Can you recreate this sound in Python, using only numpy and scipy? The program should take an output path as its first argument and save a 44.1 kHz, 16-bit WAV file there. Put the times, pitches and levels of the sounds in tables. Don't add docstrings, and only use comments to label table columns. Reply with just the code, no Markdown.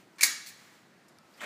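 import sys
import numpy as np
from scipy import signal
from scipy.fft import irfft
from scipy.io import wavfile
from scipy.ndimage import uniform_filter1d

SR = 44100
rng = np.random.default_rng(int(sys.argv[2]) if len(sys.argv) > 2 else 0)


def materialize(psi):
    bounded = np.clip(np.atleast_2d(psi).T, -1, 1)
    quanta = np.round(bounded * 32767).astype(np.int16)
    wavfile.write(sys.argv[1], SR, quanta)


N = 63945
HIT_SIZE = 2 ** 14
HIT_TIME = np.arange(HIT_SIZE) / SR

# start in seconds, level in dB, tilt in dB per octave, crack T60 in seconds.
CONTACTS = [(0.1830, -47, -6.5, 0.24), (0.1913, -40.5, -9, 0.061), (0.2085, -24, -1, 0.055),
            (0.2194, -25.5, -2, 0.049), (0.2282, -21.5, -0.5, .035), (0.2322, -9, 0, 0.029),
            (0.2346, -14, 2, 0.023), (0.2402, -23, -0.5, 0.033)]
# frequency in Hz, relative spectral density in dB.
CRACK_SPECTRUM = [(60, -54), (130, -43), (270, -19.5), (450, -27.5), (640, -21), (800, -19.5), (980, -11.5),
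                  (1330, -10.5), (1650, -5.5), (1950, 2.5), (2250, 2), (2750, -7.5), (3100, -10.5),
                  (3800, -4), (4450, 3), (5250, -2.5), (6550, 1.5), (8200, -3), (10200, -0.5), (12700, -9),
                  (15000, -4.5)]
CRACK_RISE_S, SHIVER_DB, SHIVER_T60_S = .0008, -11.5, 0.15

def clacks():
    t, out = HIT_TIME, np.zeros(N)
    shiver = amp(SHIVER_DB) * fade(t, SHIVER_T60_S)
    for start, db, tilt_db, t60 in CONTACTS:
        envelope = rise(t, CRACK_RISE_S) * np.hypot(fade(t, t60), shiver)
        add(out, start, amp(db) * envelope * noise(CRACK_SPECTRUM, tilt_db))
    return out


# start in seconds, level in dB, frequency in Hz, T60 in seconds.
SPRING_PINGS = [(0.2093, -16.5, 2310, 0.034), (0.2320, -5, 2204, 0.0091)]
PING_RISE_S = .001

def spring():
    t, out = HIT_TIME, np.zeros(N)
    for start, db, hz, t60 in SPRING_PINGS:
        add(out, start, amp(db) * rise(t, PING_RISE_S) * fade(t, t60) * np.sin(2 * np.pi * hz * t))
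    return out


# frequency in Hz, relative level in dB, T60 in seconds.
FRAME_MODES = [(298, -27, .4), (630, -32, .35), (982, -19, .12), (1235, -28, .5), (1670, -11, .16),
               (2134, -1, .12), (2266, -2, .13), (2449, -7, .14), (3674, -10, .14), (4090, -8, .12),
               (4369, -4, .11), (4525, -7, .11), (4666, -9, .14), (6338, -3, .13), (6495, -6, .12),
               (6711, -6, .13), (7453, -8, .12), (7635, -11, .14)]
STOP_S, FRAME_DB = .2323, -22

def frame():
    t, out = HIT_TIME, np.zeros(N)
    ring = sum(amp(db) * fade(t, t60) * np.sin(2 * np.pi * (hz * t + rng.random()))
               for hz, db, t60 in FRAME_MODES)
    add(out, STOP_S, amp(FRAME_DB) * rise(t, PING_RISE_S) * ring)
    return out


# start in seconds, level in dB, T60 in seconds.
RATTLE_HITS = [(0.4616, -43, .07), (0.4693, -36, 0.038), (0.4765, -43, 0.086), (0.4870, -39, 0.038),
               (0.4945, -43.5, 0.053)]
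# frequency in Hz, relative spectral density in dB.
RATTLE_SPECTRUM = [(100, -42), (1100, -32), (1900, -2.5), (2400, -0.5), (3100, -15.5), (4400, 2.5),
                   (5200, -6.5), (6200, -3.5), (8200, -3.5), (9800, -9.5), (11000, -5.5), (13200, -14),
                   (15000, -5)]

def rattle():
    t, out = HIT_TIME, np.zeros(N)
    for start, db, t60 in RATTLE_HITS:
        add(out, start, amp(db) * rise(t, CRACK_RISE_S) * fade(t, t60) * noise(RATTLE_SPECTRUM))
    return out


# start in seconds, level in dB, T60 in seconds.
KNOCK_HITS = [(1.377, -57.5, 0.54), (1.405, -41.5, 0.21), (1.4134, -39, 0.24), (1.43, -37.5, 0.18),
              (1.437, -38.5, 0.15)]
# frequency in Hz, relative spectral density in dB.
KNOCK_SPECTRUM = [(40, -33), (130, -25), (280, -8.5), (450, -12.5), (750, -4), (1150, -4.5), (1800, -0.5),
                  (2400, -3), (2900, -15), (3500, -11.5), (5000, -21.5), (7500, -19), (10000, -27.5),
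                  (15000, -30)]
KNOCK_RISE_S = 0.0018

def knocks():
    t, out = HIT_TIME, np.zeros(N)
    for start, db, t60 in KNOCK_HITS:
        add(out, start, amp(db) * rise(t, KNOCK_RISE_S) * fade(t, t60) * noise(KNOCK_SPECTRUM))
    return out


# start in seconds, level in dB, centre in Hz, width in octaves, T60 in seconds.
SQUEAK_BANDS = [(1.394, -50, 3120, .08, 0.2), (1.405, -46, 3280, 0.089, 0.043)]

def squeaks():
    t, out = HIT_TIME, np.zeros(N)
    for start, db, hz, octaves, t60 in SQUEAK_BANDS:
        add(out, start, amp(db) * rise(t, KNOCK_RISE_S) * fade(t, t60) * band(hz, octaves))
    return out


# start in seconds, level in dB, centre in Hz, width in octaves,
# T60 in seconds, gain into the reverberation in dB.
TICK_BANDS = [(0.159, -72, 8100, 0.24, 0.13, 0), (1.083, -61, 7500, .6, .08, 1),
              (1.084, -66, 5150, .05, .1, -3), (1.1861, -46, 4000, .7, 0.0055, -18.5),
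              (1.1862, -52, 10000, .17, .006, -14), (1.186, -65.5, 1307, .035, 0.74, -10),
              (1.3394, -62, 4700, 0.17, 0.12, 7.5), (1.376, -64.5, 7500, 0.84, 0.16, -6),
              (1.4057, -57, 7650, .1, 0.075, 8)]
TICK_RISE_S = 0.00035

def ticks():
    t, direct, sent = HIT_TIME, np.zeros(N), np.zeros(N)
    for start, db, hz, octaves, t60, send_db in TICK_BANDS:
        tick = amp(db) * rise(t, TICK_RISE_S) * fade(t, t60) * band(hz, octaves)
        add(direct, start, tick)
        add(sent, start, amp(send_db) * tick)
    return direct, sent


# frequency in Hz, T60 in seconds.
ROOM_DECAY = [(200, 1), (600, 0.35), (2000, 0.58), (5000, 0.54), (9000, 0.42), (15000, 0.2)]
# frequency in Hz, T60 in seconds.
YARD_DECAY = [(200, 1.2), (2000, 2.3), (5000, 1.4), (14000, 1.0)]
# frequency in Hz, relative level in dB.
ECHO_SPECTRUM = [(60, -11.5), (140, -6.5), (260, 7.5), (420, 4), (630, 6.5), (1000, 4.5), (1750, 3),
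                 (2250, -6), (3200, 4), (4500, -3), (6000, -2), (10000, -5), (15000, -2)]

def echoes(x, decay, rise_s):
    hz, t, bands = signal.stft(rng.standard_normal(N), SR, nperseg=256)
    bands = bands * fade(t, read(decay, hz)[:, None]) * amp(read(ECHO_SPECTRUM, hz))[:, None]
    tail = signal.istft(bands, SR, nperseg=256)[1][:N] * rise(np.arange(N) / SR, rise_s)
    return signal.fftconvolve(x, tail / np.linalg.norm(tail))[:N]


# frequency in Hz, relative spectral density in dB.
TOWN_SPECTRUM = [(15, -75), (25, -41), (64, -40), (82, -15), (169, -2.5), (246, -2.5), (274, -6),
                 (331, -3.5), (359, -5.5), (445, -9), (804, -10.5), (1270, -12.5), (1450, -12),
                 (3440, -23.5), (3930, -20.5), (5880, -26), (15500, -39)]
TOWN_DB, PATCH_DEPTH_DB = -61.5, 1.0
HUM_HZ, HUM_DB = 335, -80

def town():
    bands = signal.stft(noise(TOWN_SPECTRUM, size=N), nperseg=1024, noverlap=768)[2]
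    patches = uniform_filter1d(rng.standard_normal(bands.shape), size=12, axis=0)
    patches = unit(uniform_filter1d(patches, size=14, axis=1))
    rumble = signal.istft(bands * amp(PATCH_DEPTH_DB * patches), nperseg=1024, noverlap=768)[1][:N]
    hum = np.sin(2 * np.pi * HUM_HZ * np.arange(N) / SR)
    return amp(TOWN_DB) * unit(rumble) + amp(HUM_DB) * unit(hum)


# time in seconds, level in dB.
HISS_ENVELOPE = [(0, -62), (.07, -73.5), (.15, -70.5), (.54, -84), (.6, -60), (.69, -62.5), (.76, -63),
                 (0.879, -77), (1.22, -76), (1.36, -64), (1.45, -60.5)]
# frequency in Hz, relative spectral density in dB.
HISS_SPECTRUM = [(100, -13.5), (2000, 7.5), (4500, -2), (7500, -2), (10000, -9.5), (15000, -8)]

def hiss():
    level_db = np.interp(np.arange(N) / SR, *np.transpose(HISS_ENVELOPE))
    return amp(level_db) * noise(HISS_SPECTRUM, size=N)


def amp(db):
    return 10 ** (np.asarray(db) / 20)


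def unit(x):
    return x / np.sqrt(np.mean(x ** 2) + 1e-20)


def read(points, hz):
    f, value = np.transpose(points)
    return np.interp(np.log(hz + 1), np.log(f + 1), value)


def add(mix, start_s, sound):
    part = mix[round(start_s * SR):][:len(sound)]
    part += sound[:len(part)]


def fade(t, t60):
    return np.exp(-np.log(1000) * t / t60)


def rise(t, rise_s):
    return 1 - np.exp(-(t / rise_s) ** 2)


def noise(spectrum, tilt_db=0, size=HIT_SIZE, pivot_hz=5000):
    hz = np.fft.rfftfreq(size, 1 / SR)
    octaves = np.log2(np.maximum(hz, 1500) / pivot_hz)
    magnitude = amp(read(spectrum, hz) + tilt_db * octaves)
    return unit(irfft(magnitude * np.exp(2j * np.pi * rng.random(len(hz))), size))


def band(centre_hz, octaves):
    hz = np.fft.rfftfreq(HIT_SIZE, 1 / SR)
    magnitude = np.exp(-.5 * (np.log2((hz + 1) / centre_hz) / octaves) ** 2)
    return unit(irfft(magnitude * np.exp(2j * np.pi * rng.random(len(hz))), HIT_SIZE))


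FRAME_SEND_DB, ROOM_DB, YARD_DB = -13.5, -6.5, -25

def scene():
    bike = clacks() + spring() + rattle() + knocks() + squeaks()
    ring = frame()
    tick, tick_sent = ticks()
    sent = bike + tick_sent + amp(FRAME_SEND_DB) * ring
    room = amp(ROOM_DB) * echoes(sent, ROOM_DECAY, rise_s=0.0068)
    yard = amp(YARD_DB) * echoes(sent, YARD_DECAY, rise_s=0.11)
    return (bike + ring + tick + room + yard + town() + hiss())[None]


CUTOFF_HZ = 15290

def record(dry):
    lowpass = signal.firwin(511, CUTOFF_HZ, window=("kaiser", 6), fs=SR)
    return signal.oaconvolve(dry, lowpass[None], "same")


dry = scene()
out = record(dry)
materialize(out)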